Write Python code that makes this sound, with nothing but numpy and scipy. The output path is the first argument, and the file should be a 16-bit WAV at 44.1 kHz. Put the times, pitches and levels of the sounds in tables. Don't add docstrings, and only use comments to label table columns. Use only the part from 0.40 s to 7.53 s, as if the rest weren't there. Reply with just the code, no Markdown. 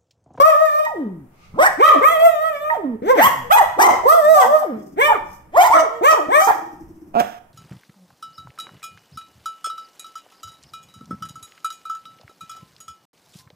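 import sys
import numpy as np
from scipy import signal
from scipy.fft import rfft, irfft, next_fast_len
from scipy.io import wavfile
from scipy.ndimage import uniform_filter1d, minimum_filter1d, map_coordinates

SR = 44100
rng = np.random.default_rng(int(sys.argv[2]) if len(sys.argv) > 2 else 0)


def invert_db(x):
    u = np.asarray(x, float) / 20
    return 10 ** u


def store_pcm(level_fs):
    pcm = np.round(np.clip(level_fs, -1, 1) * 32767).astype(np.int16)
    wavfile.write(sys.argv[1], SR, np.atleast_2d(pcm).T)


N = 314433

# (frequency [Hz], density [dB per Hz])
TEETH_HISS = [(1500, -38.5), (2600, -13), (3300, -11.5), (4000, -17), (5200, 3.5), (7000, -1.5),
              (8400, -1.5), (10600, -16), (12400, 1.5), (14500, -2.5), (15700, -13)]
# (frequency [Hz], share [0-1])
MOUTH_RING = [(1500, 0.63), (1950, 0.16), (2250, 1.1), (2650, 0.37), (3300, 0.32), (5000, 0.05)]


def unit(x):
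    return x / np.sqrt(np.mean(x ** 2) + 1e-20)


def along(points, hz):
    f, v = np.transpose(points)
    return np.interp(np.log(hz + 1), np.log(f + 1), v)


def curves(rows):
    s, *columns = np.transpose(rows)
    start = round(s[0] * SR)
    t = np.arange(start, min(N, round(s[-1] * SR))) / SR
    return start, [np.interp(t, s, column) for column in columns]


def wobble(size, rate):
    return map_coordinates(rng.standard_normal(3000), [np.arange(size) * rate / SR])


def filtered(x, response):
    n = x.shape[-1]
    m = next_fast_len(n + 8192)
    return irfft(rfft(x, m) * response(np.fft.rfftfreq(m, 1 / SR)), m)[..., :n]


def resonant(modes):
    def response(f):
        total = 0
        for k, (centre, width, db) in enumerate(modes):
            damping = 1j * f * width
            total = total + (-1) ** k * invert_db(db) * damping / (centre * centre - f * f + damping)
        return total
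    return response


def hiss(spectrum, size):
    return unit(filtered(rng.standard_normal(size), lambda hz: invert_db(along(spectrum, hz))))


def fade(size, s):
    k = np.arange(size)
    return np.clip(np.minimum(k, size - k) / (s * SR), 0, 1)


def sung_partials(hz, turn, first_db, second_db, breath_db, rough, ring_db):
    # (frequency [Hz], level [dB])
    overtones = [(1200, -1), (2000, 4.5), (2450, -7), (2800, -10.5), (3300, -8), (4300, -23.5),
                 (5500, -21.5), (8500, -19.5), (10500, -32.5), (12500, -29), (15500, -27)]
    n = len(hz)
    k = np.arange(3, 25)[:, None]
    coarse = hz[::16]
    shimmer_db = 3.5 * np.array([wobble(len(coarse), 16 * 14) for _ in k])
    upper_db = (breath_db - 15 * rough)[::16] + along(overtones, k * coarse)
    upper_db = upper_db + ring_db * along(MOUTH_RING, k * coarse) + shimmer_db
    level = np.repeat(invert_db(upper_db) * (k * coarse < SR / 2), 16, axis=1)[:, :n]
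    upper = level * np.sin(k * turn + rng.uniform(0, 2 * np.pi, k.shape))
    voice = invert_db(first_db) * np.sin(turn) + invert_db(second_db) * np.sin(2 * turn + 2.9) + upper.sum(0)
    voice = voice * np.sqrt(2) * invert_db(6 * rough * wobble(n, 200) + 1.5 * wobble(n, 40))
    return voice * (1 + np.clip(1.3 * (rough - .12), 0, 1) * np.cos(turn / 2))


def throat_rasp(gate, first_db, second_db, rough, ring_db):
    # (frequency [Hz], width [Hz], level [dB])
    throat = [(650, 198, 10), (1080, 300, 15.5), (1404, 83, 11), (1950, 130, -26), (2450, 300, -61)]

    def response(f):
        low_cut = f ** 2 / (f ** 2 + 450 ** 2)
        high_cut = 1 / (1 + (f / 2700) ** 6)
        return resonant(throat)(f) * invert_db(ring_db * along(MOUTH_RING, f)) * low_cut * high_cut

    chaos = unit(filtered(gate * rng.standard_normal(len(gate)), response))
    effort = np.hypot(invert_db(first_db), invert_db(second_db))
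    return 1.1 * rough * effort * chaos


def voiced_breath(gate, breath_db, rough):
    n = len(gate)
    jaw_db = 8.3 * rng.standard_normal(40)
    hush_db = -9 * np.clip(1 - 6 * rough.max(), 0, 1)

    def response(f):
        jaw = np.interp(f, np.linspace(0, SR / 2, len(jaw_db)), jaw_db)
        return invert_db(jaw + hush_db / (1 + (f / 7000) ** 6))

    air = filtered(hiss(TEETH_HISS, n), response)
    return invert_db(breath_db + 1.0 + 3.36 * wobble(n, 70)) * gate * unit(air)


def call(rows, gain_db, rough, ring_db):
    start, (hz, first_db, second_db, breath_db) = curves(rows)
    n = len(hz)
    hz = uniform_filter1d(hz, size=900, mode="nearest")
    rough = np.clip(rough * np.clip(hz / hz.max(), 0, 1) ** 0.52, 0, 1)
    hz = hz * np.exp(.004 * wobble(n, 60) + .16 * rough * wobble(n, 250))
    turn = 2 * np.pi * np.cumsum(hz) / SR
    gate = 0.4 + 0.38 * np.cos(turn)
    voice = sung_partials(hz, turn, first_db, second_db, breath_db, rough, ring_db)
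    voice = voice + throat_rasp(gate, first_db, second_db, rough, ring_db)
    voice = voice + voiced_breath(gate, breath_db, rough)
    return start, invert_db(gain_db) * fade(n, 0.001) * voice


def woof():
    # (time [s], pulse rate [per s], level [dB], breath [dB])
    low_bark = [
        (6.735, 150, -38, -75),
        (6.746, 105, -19, -61.5),
        (6.757, 150, -15.5, -54.5),
        (6.766, 215, -10, -56),
        (6.79, 236, -13.5, -49),
        (6.802, 225, -11, -30),
        (6.812, 140, -12.5, -40.5),
        (6.825, 190, -27, -48.5),
        (6.99, 240, -52, -62.5),
    ]
    # (frequency [Hz], width [Hz], level [dB])
    muzzle = [(225, 80, -14), (700, 65, 0), (1400, 150, -17), (2450, 200, -24)]
    # (frequency [Hz], density [dB per Hz])
    snort = [(600, -42), (1100, -8), (1500, 0.5), (2000, -9.5), (3500, -13), (5000, -38.5)]
    start, (rate, db, breath_db) = curves(low_bark)
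    n = len(db)
    cycles = np.cumsum(rate * np.exp(0.037 * wobble(n, 120))) / SR
    closing = np.diff(np.floor(cycles), prepend=0)
    flow = closing * invert_db(1.54 * wobble(n, 134)) + 0.0113 * rng.standard_normal(n)

    def soft_muzzle(f):
        return resonant(muzzle)(f) / (1 + 1j * f / 2200) ** 2

    voice = filtered(invert_db(db + 43.5) * np.sqrt(200 / rate) * flow, soft_muzzle)
    puff = invert_db(breath_db) * (hiss(TEETH_HISS, n) + 3.1 * hiss(snort, n))
    return start, fade(n, 0.0022) * (voice + puff)


def growl(rows, flap_hz):
    # (frequency [Hz], width [Hz], level [dB])
    chest = [(100.5, 50, -11), (200, 140, 8), (324, 30.3, 21), (560, 150, -51.5)]
    start, (db, breath_db) = curves(rows)
    n = len(db)
    beat = np.cumsum(flap_hz * np.exp(0.57 * wobble(n, 5))) / SR % 1
    flaps = invert_db(-22 * beat) * rng.standard_normal(n)
    body = invert_db(db - 5.5) * unit(filtered(flaps, resonant(chest)))
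    puffs = invert_db(breath_db - 9.5) * unit(invert_db(-14 * beat) * hiss(TEETH_HISS, n))
    return start, fade(n, 0.01) * (body + puffs)


def paired(two):
    # (frequency [Hz], likeness [0-1])
    alike = [(60, .8), (250, 1), (500, 0.15), (15000, 0.026)]

    def mid_side(hz):
        turn = np.arccos(np.clip(along(alike, hz), -1, 1)) / 2
        return np.array([np.cos(turn), np.sin(turn)])

    mid, side = filtered(two, mid_side)
    return np.array([mid + side, mid - side])


def room(x, lead_s, walls_db, tail_db):
    # (frequency [Hz], time to fall 60 dB [s])
    decay = [(150, 0.43), (600, 0.54), (2000, .55), (5000, 0.52), (12000, 0.38)]
    n = SR * 2 // 3
    hz, t, z = signal.stft(rng.standard_normal((2, n)), SR, nperseg=256)
    dying = z * invert_db(-60 * t / along(decay, hz)[:, None])
    tail = signal.istft(dying, SR, nperseg=256)[1][:, :n]
    tail = tail * np.clip(np.arange(n) / (0.0052 * SR), 0, 1)
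    answer = invert_db(tail_db) * tail / np.linalg.norm(tail[0])
    answer[[[0], [1]], rng.integers(40, 500, (2, 7))] += invert_db(walls_db) * rng.standard_normal((2, 7))
    answer = paired(answer)
    half_lead = round(lead_s * SR / 2)
    answer[0, 30 - half_lead] += 1
    answer[1, 30 + half_lead] += 1
    return signal.fftconvolve(x[None], answer, axes=1)[:, 30:]


def add(out, start, sound):
    part = out[:, start:start + sound.shape[1]]
    part += sound[:, :part.shape[1]]


def panned(pan_db):
    return invert_db([[pan_db / 2], [-pan_db / 2]])


def dogs():
    # (time [s], pitch [Hz], first partial [dB], second partial [dB], breath [dB])
    howler = [
        [(0.0, 543, -15, -13.5, -33.5), (0.04, 606.8, -8.5, 3.5, -26), (0.08, 649.4, -9, -14, -28),
         (0.14, 582.5, -20.5, -16.5, -44.5), (0.24, 641, -15.5, -24.5, -40), (0.31, 587, -31.5, -24, -46),
         (0.4, 617, -16.5, -22.5, -41.5), (0.5, 622.6, -38, -39.5, -51), (0.55, 580, -38, -66, -82.5)],
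        [(1.375, 234.5, -41, -64.5, -76.5), (1.4, 385, -15.5, -23.5, -46.5), (1.43, 600, -1, 12.5, -14.5),
         (1.475, 662, -23.5, -10, -23), (1.52, 569.5, -33.5, -46, -57), (1.56, 281, -25, -15.5, -86),
         (1.59, 272, -27.5, -44, -55)],
        [(1.595, 269.4, -50.5, -43, -84), (1.62, 482, -16, -27, -46.5), (1.66, 621, -22.5, -2.5, -31),
         (1.72, 673.7, -19.5, -35, -33.5), (1.78, 627, -12.5, -45, -45.5), (1.86, 679.2, -7, -27, -32.5),
         (1.92, 632, -19.5, -35, -43), (1.97, 599.7, -28, -30, -50), (2.06, 652, -13, -22, -45.5),
         (2.17, 568.2, -35, -39, -51.5), (2.3, 623, -23, -25, -53.5), (2.37, 652, -25.5, -70.5, -61.5)],
        [(2.62, 203, -32, -29.5, -65), (2.66, 360, -27, -35.5, -51.5), (2.71, 543.4, -8.5, -13, -30.5),
         (2.75, 476, -23.5, -28, -57.5), (2.79, 286.3, -24, -18, -30.5), (2.88, 119.1, -33, -82, -38)],
        [(3.635, 281, -78.5, -26, -66), (3.66, 490.5, -12, -18.5, -44.5), (3.7, 619.3, -16.5, -1, -21),
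         (3.76, 701.6, -14.5, -28.5, -33.5), (3.83, 582, -18.5, -23, -39), (3.92, 650, -3.5, -21.5, -26),
         (3.99, 577, -18.5, -7.5, -28.5), (4.045, 456, -22.5, -26.5, -30.5), (4.1, 577.6, -20.5, -26.5, -48),
         (4.15, 625, -10.5, -18.5, -36.5), (4.24, 597, -38, -35, -45)],
        [(4.56, 224, -42, -55, -78.5), (4.585, 414.5, -23.5, -26, -49.5), (4.62, 560.3, -18.5, -19.5, -30),
         (4.67, 613.6, -19, -17, -28.5), (4.73, 574, -27.5, -33, -43), (4.79, 201, -43.5, -57.5, -66.5)],
        [(5.32, 556.4, -47.0, -53, -61.5), (5.35, 640.5, -8, -7.5, -22), (5.41, 642.3, -18, -19.5, -34),
         (5.49, 291.5, -48.5, -37.5, -73)],
        [(5.61, 287, -31.5, -28.5, -76), (5.64, 512.3, -15.5, -20, -35.5), (5.69, 641, -12, 1, -18.5),
         (5.75, 617.2, -23.5, -25.5, -48), (5.8, 297, -30.5, -21, -81), (5.87, 295.5, -32.5, -45, -83.5)],
        [(5.885, 277, -26, -28, -65), (5.93, 529, -23, -14.5, -33.5), (5.97, 614, -15.5, -9.5, -27.5),
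         (6.02, 644, -21.5, -12, -36.5)],
    ]
    yelper = [
        [(0.45, 943, -49, -26.5, -30), (0.47, 969, -15, -19, -81.5), (0.51, 805, -35.5, -91, -67.5),
         (0.56, 373, -29, -44, -64), (0.66, 210.2, -28.5, -36.5, -74.5), (0.87, 113.5, -52, -52, -137)],
        [(1.14, 132.7, -29.5, -58.5, -77.5), (1.175, 338, -37, -37, -74), (1.19, 513.6, -19, -22, -41.5),
         (1.23, 702, -13.5, -20.5, -22), (1.265, 899.4, -22, -6, -28), (1.31, 668, -22.5, -54, -62)],
        [(2.3, 931, -26, -11, -51.5), (2.33, 944, -19.5, -50, -48.5), (2.38, 439.4, -35, -41, -60),
         (2.46, 272, -24.5, -41, -72), (2.56, 205, -36, -37, -76)],
        [(2.75, 206.7, -42, -39.5, -43), (2.79, 580, -14, -44.5, -48.5), (2.83, 964, -7, -6, -8),
         (2.87, 1178, -11.5, -39, -22.5), (2.93, 509, -50, -34.5, -61), (2.96, 143, -42, -46.5, -66.5),
         (3.08, 100.2, -48, -59, -66)],
        [(3.15, 840, -13.5, -40, -39.5), (3.185, 1042, -7.5, -8, -18.5), (3.215, 695, -9.5, -39, -51.5),
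         (3.3, 282, -83.5, -37, -98.5)],
        [(3.365, 166, -44, -62.5, -83.5), (3.4, 854, -12, -15.5, -23.5), (3.45, 1049, -7.5, -10, -11),
         (3.5, 914, -10.5, -62, -35.5)],
        [(4.0, 1147, -26.5, -67, -20), (4.04, 959, -10.5, -30.5, -32), (4.09, 772, -51.5, -54.0, -52.5)],
        [(4.2, 880, -74, -44, -73), (4.225, 815, -17, -54, -58), (4.26, 376, -35, -41, -58.5),
         (4.33, 225.5, -26, -34, -65), (4.42, 205.4, -46, -48.5, -74.5)],
        [(4.665, 901, -39.5, -55, -46), (4.69, 947, -14, -46, -53), (4.725, 796, -15, -30.5, -67),
         (4.76, 520, -46.5, -20, -67.5)],
        [(5.12, 209.7, -53.5, -50.5, -70), (5.155, 450, -28.5, -18.5, -43.5), (5.18, 667, -2.5, -13.5, -27.5),
         (5.215, 774, -6, -29, -20.5), (5.26, 1043, -18, -22.5, -23.5), (5.3, 776, -21, -66, -51)],
        [(5.305, 813, -14.5, -50.5, -38.5), (5.34, 1140, -12, -18, -31.5), (5.41, 926, -30.5, -51, -35)],
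        [(5.69, 971, -61, -62, -22), (5.73, 916, -25, -43, -26.5), (5.8, 970, -43.5, -73, -63.5)],
        [(6.07, 810, -19, -44, -33), (6.1, 876, -13, -18.5, -29), (6.14, 805, -60, -64, -44.5)],
    ]
    whiner = [
        [(3.02, 492, -66.5, -74.0, -68), (3.05, 489, -44.5, -58, -73.5), (3.09, 485.6, -44, -55.5, -67)],
        [(3.095, 486, -45.5, -57, -71), (3.11, 600, -16, -7.5, -27.5), (3.13, 843, -6.5, -24.5, -12),
         (3.18, 825, -22, -34, -30), (3.22, 865, -42, -48, -49.5)],
        [(3.385, 612, -21, -40.0, -62), (3.42, 776, -11, -43, -20.5), (3.48, 757.6, -9.5, -47, -37),
         (3.57, 368, -49, -47, -99)],
        [(3.78, 241, -73, -83, -66.5), (3.86, 216, -48, -69, -77), (3.94, 219.7, -49.5, -70.5, -71)],
        [(3.945, 764, -43.5, -78, -44), (3.97, 752, -6.5, -33, -57), (4.03, 762, -8, -23, -50.5),
         (4.05, 777, -12, -37, -55.5)],
        [(4.055, 237, -40.5, -75, -76), (4.15, 245, -53, -51.5, -83), (4.25, 265, -56, -65.0, -78)],
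        [(5.49, 439, -41.5, -61, -68), (5.55, 469.5, -37, -53.5, -58.5), (5.62, 448, -43, -43.0, -67.5)],
        [(6.0, 756, -40, -34.0, -32), (6.02, 759, -15.5, -33.5, -23), (6.09, 815, -25, -48, -38.5),
         (6.11, 821, -3.5, -56, -52.5)],
    ]
    # (roughness [0-1], open-mouth ring [dB], left over right [dB])
    howls = [(0.05, 2, .3), (.03, 15, -0.8), (0.04, 15, -0.2), (.02, 2, 0.8), (0.03, -17.5, 1),
             (0.03, 9.5, -1), (0.23, -22, -0.5), (0.06, 6, -0.5), (0.05, 6, 2)]
    yelps = [(0.071, .3, .3), (.3, 2.1, -1), (0.1, .3, -4), (.2, 1.9, -.3), (0.2, .3, -1.3),
             (0.26, 1.5, 1.5), (.25, .3, 1), (0.16, .3, -1.9), (0.22, .3, -1.5), (0.2, 0.63, -1.5),
             (0.15, .3, 2), (1, .3, -3.2), (0.55, 1.6, -3.9)]
    whines = [(.03, -3.5, 16.5), (0.075, -5.5, -1), (0.56, 8.5, -0.8), (0.066, -32, -16.7), (.1, -9.5, 0),
              (0.042, -34, -5.3), (0.033, -9, -7), (0.039, -6, 0.8)]
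    # (time [s], chest [dB], breath [dB])
    growls = [
        [(4.36, -34, -57), (4.51, -45.5, -56.5), (4.55, -42.5, -65.5)],
        [(4.84, -50, -62), (4.942, -75, -51), (5.1, -60, -87)],
        [(6.14, -39.5, -37), (6.21, -39.5, -58), (6.7, -48, -68.5), (6.73, -44, -67)],
    ]
    out = np.zeros((2, N))
    # calls, manner, left microphone's lead [s], room tail [dB]
    pack = ((howler, howls, .00052, -8), (yelper, yelps, .00022, -8), (whiner, whines, -.0004, -7))
    for calls, manner, lead_s, tail_db in pack:
        for rows, (rough, ring_db, pan_db) in zip(calls, manner):
            start, voice = call(rows, .3, rough, ring_db)
            add(out, start, panned(pan_db) * room(voice, lead_s, walls_db=-12, tail_db=tail_db))
    start, voice = woof()
    add(out, start, panned(-7) * room(voice, -.00045, walls_db=-23, tail_db=-13))
    for rows, flap_hz in zip(growls, (24, 28, 21)):
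        start, voice = growl(rows, flap_hz)
        add(out, start, room(voice, .0003, walls_db=-2, tail_db=-2.5))
    return out


def sniff():
    # (time [s], level [dB])
    draw = [
        (0.88, -79),
        (1.048, -56.5),
        (1.146, -66.5),
        (1.19, -47.5),
    ]
    # (frequency [Hz], density [dB per Hz])
    nose = [(410, -53), (700, -41), (1070, -17), (1180, 2), (1800, -26), (2080, -3.5), (3190, -16),
            (6020, -18), (15500, -47)]
    out = np.zeros((2, N))
    start, (db,) = curves(draw)
    n = len(db)
    add(out, start, invert_db(db + 4.5) * fade(n, 0.047) * np.array([hiss(nose, n), hiss(nose, n)]))
    return out


def background():
    # (time [s], level [dB])
    handling = [(0.0, -44), (0.28, -70.5), (1.27, -45), (1.91, -60.5), (3.63, -42.5), (3.79, -63),
                (5.36, -44.5), (5.5, -55), (5.7, -56), (6.21, -65), (6.51, -49), (7.13, -59)]
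    # (frequency [Hz], density [dB per Hz])
    rumble_colour = [(15, 8), (35, -34.5), (65, 8), (110, -0.5), (200, 0), (400, -49)]
    # (frequency [Hz], density [dB per Hz])
    air_colour = [(59, -50), (100, -11), (378, -16), (793, -16.5), (1530, -26), (1880, -27.5), (4120, -45),
                  (12600, -37), (15600, -41)]
    level = invert_db(np.interp(np.arange(N) / SR, *np.transpose(handling)))
    lumps = invert_db(4 * wobble(N, 9))
    rumble = paired(np.array([hiss(rumble_colour, N), hiss(rumble_colour, N)]))
    air = paired(np.array([hiss(air_colour, N), hiss(air_colour, N)]))
    return level * unit(lumps * rumble) + invert_db(-57.5) * air


def scene():
    return dogs() + sniff() + background()


def low_pass(x):
    return signal.sosfilt(signal.butter(12, 15730, fs=SR, output="sos"), x)


def record(dry):
    need = np.minimum(1, .97 / (np.abs(dry).max(0) + 1e-9))
    gain = uniform_filter1d(minimum_filter1d(need, size=441), size=221)
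    finished = filtered(dry * gain, lambda hz: hz < 15730)
    return low_pass(finished)


dry = scene()
out = record(dry)
store_pcm(out)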